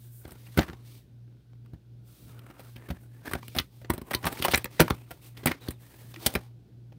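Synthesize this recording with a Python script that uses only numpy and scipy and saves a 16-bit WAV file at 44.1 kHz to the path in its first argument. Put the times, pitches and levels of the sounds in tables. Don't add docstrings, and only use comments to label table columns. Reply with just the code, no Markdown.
import sys
import numpy as np
from scipy import signal
from scipy.fft import rfft, irfft
from scipy.io import wavfile
from scipy.ndimage import uniform_filter1d

SR = 44100
rng = np.random.default_rng(int(sys.argv[2]) if len(sys.argv) > 2 else 0)


def wav_out(sig):
    wavfile.write(sys.argv[1], SR, np.round(np.clip(np.atleast_2d(sig).T, -1, 1) * 32767).astype(np.int16))


N = 307818

# pitch_hz, level_db (per Hz)
ROOM_TONE_SPECTRUM = [(30, -94), (85, -82), (150, -81), (340, -90), (500, -100), (800, -108), (1200, -122),
                      (3200, -119), (7000, -130), (16000, -134)]
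# pitch_hz, t60_s
ROOM_DECAY = [(200, 0.15), (2000, 0.099), (10000, 0.052)]

MAINS_HZ, MOTOR_HZ = 119.97, 58.65
CANCEL_S = 1.425

# start_s, length_s, drag_db (through the case), swish_db (sleeve),
# hiss_db (skin), pitch_hz (wall rubbed); levels are before the wall resonance and the extra top
STROKES = [(0.0, 0.082, -73.5, -72.5, -61, 1580), (0.125, 0.1, -80, -78, -58, 1597),
           (0.247, 0.12, -60, -71, -65, 1406), (0.387, 0.24, -65.5, -67, -63, 1997),
           (0.572, 0.14, -52.5, -68, -64.5, 1103), (0.737, .1, -68, -74, -73, 1013),
           (0.862, 0.12, -66.5, -63.5, -61, 2345), (2.077, 0.26, -70.5, -69.5, -63, 1326),
           (2.293, 0.38, -59.5, -85, -71, 1338), (2.592, 0.15, -73.5, -70, -65.5, 1508),
           (2.778, 0.18, -57, -76, -67, 1740), (3.007, 0.046, -69.5, -80, -66.5, 1500),
           (3.12, 0.093, -66.5, -77.5, -70, 1802), (3.264, 0.093, -48, -60, -54.5, 1627),
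           (3.434, 0.2, -64, -63, -61, 2360), (3.723, .11, -70, -72.5, -68.5, 700),
           (3.907, 0.094, -52, -73.5, -68, 637), (4.079, .11, -50.5, -76, -58.5, 1011),
           (4.248, 0.08, -40.5, -54, -47.5, 765), (4.365, 0.22, -46.5, -51.5, -51.5, 906),
           (4.715, 0.22, -56, -61.5, -60, 2014), (4.831, 0.21, -61.5, -74, -65, 2670),
           (5.096, 0.081, -62, -69, -64.5, 757), (5.236, 0.047, -59.5, -63, -56.5, 2735),
           (5.377, 0.024, -52, -66, -58.5, 1963), (5.489, 0.018, -39.5, -51.5, -53.5, 1863),
           (5.622, 0.089, -53, -65.5, -61, 3900), (5.815, 0.46, -61, -68, -60.5, 1790),
           (6.221, 0.096, -48, -52.5, -50.5, 747), (6.34, 0.099, -56, -65.5, -64, 809)]
# drag_db, swish_db, hiss_db
FLOOR_DB = (-78.5, -82.5, -84.5)
# (per Hz, relative)
DRAG_SPECTRUM = [(100, -22.5), (280, 5), (500, -2.5), (1100, -7.5), (1800, -12.5), (2400, -12), (5000, -40)]
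# (per Hz, relative)
SWISH_SPECTRUM = [(1200, -35.5), (2700, -6), (3600, -0.5), (4900, -3), (6500, -10), (9000, -39)]
# (per Hz, relative)
HISS_SPECTRUM = [(4000, -23), (7000, -6), (8500, 2), (11000, -2), (14000, 1)]
START_DB_PER_S, STOP_DB_PER_S = 398, 247
ARCH_DB = 2.5
RUBBED_WIDTH_HZ, RUBBED_DB, WANDER = 150, -9, .03
SCUFFS_PER_S, SCUFF_DB, SCUFF_S = 40, 0.5, .003
GRAINY_DB, GRAIN = -77, .12
BRIGHT_HZ, BRIGHT_DB, BRIGHTER = 11500, -10, 0.53

# start_s, length_s, pitch_hz (at the middle), peak_db
SQUEAKS = [(4.132, 0.055, 998, -44), (6.161, 0.033, 326, -44)]
SQUEAK_RISE = 0.046

# time_s (halfway up the rise), peak_db (wall ring alone), thud_db and tick_db (peaks
# against the wall ring), pitch_hz (spot struck), fall_ms (dying away of the contact)
KNOCKS = [(0.251, -37, 5, -2, 620, 8.5), (0.277, -44, 5, 6, 670, 12), (0.308, -44.5, -1, 8, 4500, 8.4),
          (0.317, -39, 3.5, 3, 665, 15.5), (0.466, -44.5, -21, 1, 2490, 19),
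          (0.573, -17.5, 5.5, 0.5, 1630, 17.2), (0.585, -9, 2, -8, 887, 18),
          (.608, -23, -10.5, -6, 910, 12), (0.617, -23.5, -14, -8.5, 1800, 22.5),
          (0.629, -27, -8, -1.5, 1920, 6.3), (0.682, -35.5, 3.5, -2.5, 1690, 13.7),
          (0.694, -33.5, 4.5, -9, 1500, 16.2), (0.731, -36.5, 3, -10, 1080, 13.5),
          (1.66, -53, -6, -1, 1500, 7.1), (1.532, -53, 3, -17, 560, 8.4),
          (1.733, -45.5, 15.5, -7.5, 714, 19.3), (2.391, -45, 0, 4.5, 3680, 6.5),
          (2.5, -41.5, 1.5, -1.5, 1300, 20.7), (2.594, -36, -17, -2.5, 596, 29.3),
          (2.759, -38, 0.5, -2, 3040, 16.4), (2.886, -35.5, 3, -2, 540, 19),
          (2.902, -29.5, 10, -3, 600, 20.5), (3.266, -33, -19, 0, 1600, 9.9),
          (3.277, -29.5, 0, 0.5, 1640, 13.8), (3.312, -29, -2, 4, 1220, 17),
          (3.334, -16, -5.5, -3.5, 1510, 8.1), (3.35, -24.5, 1, -3.5, 750, 12),
          (3.429, -34, -5.5, -8, 1130, 7), (3.481, -32.5, -3.5, 6.5, 2940, 7.1),
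          (3.549, -29, -13.5, -1, 690, 14), (3.563, -24.5, 4.5, 3, 730, 19),
          (3.585, -9.5, -19.5, 0.5, 3830, 12.4), (3.596, -20.5, -2, -1.5, 2513, 11.2),
          (3.815, -40.5, -8.5, -5, 610, 25), (3.845, -37, -12, -7.5, 595, 14.4),
          (3.899, -12.5, 0, -2, 1080, 17.3), (3.935, -29, 2, 5, 567, 19),
          (3.979, -29.5, 1.5, 1.5, 670, 9.8), (4.015, -35.5, 7.5, -1, 1020, 10.8),
          (4.109, -21.5, -22, -1.5, 730, 17.5), (4.134, -18, -21, 0.5, 2330, 17.6),
          (4.147, -15, -4.5, 2.5, 4300, 8.7), (4.228, -35, -12, 1, 1040, 10.5),
          (4.241, -22.5, -19, -10.5, 1170, 19.3), (4.253, -18.5, -1.5, 0, 980, 17.4),
          (4.266, -14, -11.5, -1, 1120, 18.6), (4.325, -29.5, -4, 2.5, 654, 14),
          (4.37, -34, -6, 5.5, 2300, 19), (4.399, -32, 8.5, 1, 600, 12.3),
          (4.423, -16.5, -14.5, -1.5, 3140, 11.4), (4.431, -26, -13.5, 0, 3610, 6),
          (4.44, -20, -24.5, -1, 2925, 19), (4.447, -9.5, -25, 0.5, 962, 15.4),
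          (4.462, -22, -10.5, -7, 910, 11), (4.482, -13, -26.5, -4.5, 670, 10.7),
          (4.511, -17, -21.5, 4, 3660, 33), (4.535, -10, -20, -11.5, 750, 14.5),
          (4.539, -10.5, -33, -1, 2120, 12.8), (4.546, -5.5, -23.5, -11, 2106, 6.7),
          (4.556, -24, -18.5, 11.5, 1935, 8.1), (4.575, -19.5, -6.5, 4, 2270, 13),
          (4.644, -21.5, -3.5, 4.5, 2730, 3.3), (4.655, -23, -8, -4, 585, 7.1),
          (4.795, -3, -25.5, -36, 681, 15.4), (4.802, 2.5, -13, -3.5, 520, 11.66),
          (4.81, -9, 2, -1, 635, 22.4), (4.88, -21.5, -39.5, -3, 1400, 5.9), (4.901, -22, -19, 4, 800, 6.2),
          (4.905, -13.5, 1.5, -5, 1040, 7.3), (5.108, -28, -30, -1.5, 750, 16.8),
          (5.369, -35, -10, -1, 3330, 18), (5.432, -34, -3, -6, 635, 27), (5.458, -10.5, -4, 2, 830, 11.25),
          (5.468, -13.5, -4, 2, 2400, 26.4), (5.516, -20.5, -13, -4.5, 2220, 10),
          (5.676, -36, -15, -11, 1600, 9), (5.684, -29, 12, 6, 3900, 7.4), (5.706, -37, -22, 13, 2200, 19),
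          (6.14, -33, -13, -2, 3470, 12), (6.16, -32.5, -13.5, -20, 2000, 10.7),
          (6.262, -13.5, -2.5, 8, 770, 13.4), (6.263, -10, -26.5, 2, 4750, 12.8),
          (6.338, -29, -24, 6, 700, 11), (6.351, -16, -3, -2.5, 2440, 11),
          (6.356, -14, -5, -4.5, 720, 13.8), (6.921, -46.5, -5, -8.5, 771, 13.3)]
# pitch_hz, level_db (relative), t60_s
HOLLOW_MODES = [(67.95, -11, .063), (97, 1.5, .07), (161, 6, .045), (232, 3.5, 0.049), (288, 1, .04),
                (338.6, 5.5, 0.048)]
# pitch_hz, level_db
WALL_LEVELS = [(400, -23.5), (650, -8), (1050, -5), (1800, 7), (3000, 9.5), (4300, 13), (6500, 10.5)]
WALL_CYCLES, GRIP_T60_S = 20, 0.043
BUILD_UP = .28
LET_GO = 1.31
PUSH_S, SOFTER = 0.00039, 0.3
USUAL_S, TIGHTER = 0.013, 1.2


def gain_of(db):
    return 10 ** (np.asarray(db) / 20)


def evened(x):
    return x / np.sqrt(np.mean(x ** 2) + 1e-20)


def smoothed(x, size):
    return uniform_filter1d(uniform_filter1d(x, size), size)


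def read(points, hz):
    f, value = np.transpose(points)
    return np.interp(np.log(hz + 1), np.log(f + 1), value)


def coloured(x, points):
    hz = np.fft.rfftfreq(len(x), 1 / SR)
    return irfft(rfft(x) * gain_of(read(points, hz)), len(x))


def ringing(hz, db, t60):
    t = np.arange(4000)[:, None] / SR
    decay = gain_of(db - 60 * t / abs(t60))
    return (decay * np.sin(2 * np.pi * hz * t)).sum(1)


def resonate(x, hz, width_hz):
    turn = np.exp(2j * np.pi * np.cumsum(hz) / SR)
    r = np.exp(-np.pi * width_hz / SR)
    return (turn * signal.lfilter([1 - r], [1, -r], x / turn)).real


def crumbs(chance, spread_db):
    sign = np.sign(chance[0] - .5)
    return sign * gain_of(-spread_db * np.log(np.clip(chance[1], .003, 1)))


def room_tone():
    swell_db = 2.0 * evened(smoothed(rng.standard_normal(N), 4000))
    air = coloured(rng.standard_normal(N), ROOM_TONE_SPECTRUM) * np.sqrt(SR / 2)
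    return air * gain_of(swell_db)


def hum():
    t = np.arange(N) / SR - CANCEL_S
    mains = gain_of(-50.0) * np.sin(2 * np.pi * MAINS_HZ * t)
    second = gain_of(-51.5) * np.sin(2 * np.pi * 2 * MOTOR_HZ * t)
    first = gain_of(-61.5) * np.sin(2 * np.pi * MOTOR_HZ * t)
    return mains - second + first


def bedroom(x):
    hz, t, bands = signal.stft(rng.standard_normal(SR // 2), SR, nperseg=256)
    decay = gain_of(-60 * t / abs(read(ROOM_DECAY, hz))[:, None])
    tail = signal.istft(bands * decay, SR, nperseg=256)[1]
    tail = np.pad(tail, (200, 0))
    return signal.fftconvolve(x, tail / np.linalg.norm(tail))[:N]


def rubbing():
    t, fine = np.arange(0, N + 64, 64) / SR, np.arange(N) / SR
    power = gain_of(FLOOR_DB)[:, None] ** 2 * np.ones(len(t))
    weighted_pitch = power[0] * 1500.
    for start, length, *levels_db, hz in STROKES:
        swell_db = -START_DB_PER_S * np.maximum(start - t, 0)
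        fade_db = -STOP_DB_PER_S * np.maximum(t - start - length, 0)
        arch_db = -ARCH_DB * np.clip(2 * (t - start) / length - 1, -1, 1) ** 2
        stroke = gain_of(np.add.outer(levels_db, swell_db + fade_db + arch_db)) ** 2
        power = power + stroke
        weighted_pitch = weighted_pitch + stroke[0] * hz

    above_db = np.maximum(10 * np.log10(power[0]) - GRAINY_DB, 0)
    uneven_db = GRAIN * np.interp(fine, t, above_db)
    grip_db = uneven_db * evened(smoothed(rng.standard_normal(N), 300))
    slips = crumbs(rng.random((2, N)), spread_db=2.5) * gain_of(grip_db)

    scuff_starts = (rng.random(N) < SCUFFS_PER_S / SR) * rng.exponential(1, N)
    scuffs = signal.lfilter([1], [1, -np.exp(-1 / (SCUFF_S * SR))], scuff_starts)
    rough_slips = slips * (1 + gain_of(SCUFF_DB) * scuffs)

    drag = evened(coloured(rough_slips, DRAG_SPECTRUM))
    swish = evened(coloured(slips, SWISH_SPECTRUM))
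    hiss = evened(coloured(slips, HISS_SPECTRUM))

    treble = signal.butter(2, BRIGHT_HZ, "high", fs=SR, output="sos")
    top = evened(signal.sosfiltfilt(treble, hiss))
    top_db = BRIGHT_DB + BRIGHTER * 10 * np.log10(power[2] / power[0])
    hiss = hiss + top * np.interp(fine, t, gain_of(top_db))

    stray = 1 + WANDER * evened(uniform_filter1d(rng.standard_normal(len(t)), size=20))
    wall_hz = np.interp(fine, t, stray * weighted_pitch / power[0])
    drag = drag + gain_of(RUBBED_DB) * evened(resonate(rough_slips, wall_hz, RUBBED_WIDTH_HZ))
    return sum(x * np.interp(fine, t, np.sqrt(p)) for x, p in zip((drag, swish, hiss), power))


def squeaks():
    out = np.zeros(N)
    for start, length, hz, db in SQUEAKS:
        u = np.arange(0, length, 1 / SR) / length
        pitch = hz * (1 + SQUEAK_RISE * (u - .5))
        tone = np.sin(2 * np.pi * np.cumsum(pitch) / SR)
        out[round(start * SR):][:len(u)] += gain_of(db) * np.sqrt(np.sin(np.pi * u)) * tone
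    return out


def wall_ring(slips, spot_hz, luck):
    hz = np.geomspace(400, 7000, 30) * (1 + .03 * luck)
    octaves = np.log2(hz / spot_hz)
    slope_db = np.minimum(23.0 * octaves, -6.5 * np.minimum(octaves, 3.0))
    near_db = slope_db + 10.0 * np.exp(-(octaves / 0.32) ** 2)
    t60 = 1 / (hz / WALL_CYCLES + 1 / GRIP_T60_S)
    return signal.fftconvolve(slips, ringing(hz, read(WALL_LEVELS, hz) + near_db, t60))


def hollow_thud(slips, thud_db, fall, level_luck, pitch_luck):
    t = np.arange(4000) / SR
    tight = (fall / USUAL_S) ** TIGHTER
    width = PUSH_S * tight * gain_of(SOFTER * thud_db)
    push = np.exp(-((t - .004) / width) ** 2) + 0.067 * slips / abs(slips).max()
    hz, db, t60 = np.transpose(HOLLOW_MODES)
    hz = hz * (1 + 0.068 * pitch_luck[:len(hz)])
    return signal.fftconvolve(push, ringing(hz, db + 3. * level_luck[:len(hz)], t60 * tight))


def knock(peak_db, thud_db, tick_db, spot_hz, fall):
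    chance, luck = rng.random((3, 4000)), rng.standard_normal((3, 30))
    t = np.arange(4000) / SR
    rise = BUILD_UP * fall
    let_go = np.exp(-3 * (np.maximum(t - rise, 0) / fall) ** LET_GO)
    contact = np.minimum(t / rise, 1) ** 2 * let_go
    chatter_db = 4.0 * evened(smoothed(chance[2] - .5, 70))
    slips = crumbs(chance, spread_db=3.5) * contact * gain_of(chatter_db)

    walls = wall_ring(slips, spot_hz, luck[0])
    thud = hollow_thud(slips, thud_db, fall, luck[1], luck[2])
    brief = slips * contact ** 0.1
    tick = coloured(np.pad(brief, (0, len(walls) - len(slips))), HISS_SPECTRUM)
    walls, thud, tick = (x / abs(x).max() for x in (walls, thud, tick))
    return gain_of(peak_db) * (walls + gain_of(thud_db) * thud + gain_of(tick_db) * tick)


def handling():
    out = np.zeros(N + SR)
    for time_s, *row, fall_ms in KNOCKS:
        fall = fall_ms / 1000
        sound = knock(*row, fall)
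        out[round((time_s - BUILD_UP * fall / 2) * SR):][:len(sound)] += sound
    return out[:N]


def scene():
    case = handling() + squeaks()
    close = case + rubbing()
    return (close + gain_of(-14) * bedroom(case) + hum() + room_tone())[None]


def record(dry):
    bass_cut = signal.butter(4, 55, "high", fs=SR, output="sos")
    rounded = 1.3 * np.tanh(signal.sosfilt(bass_cut, dry) / 1.3)
    band_limit = signal.firwin(255, 15750, window=("kaiser", 9), fs=SR)  # low-pass, Hz
    return signal.oaconvolve(rounded, band_limit[None], "same")


dry = scene()
out = record(dry)
wav_out(out)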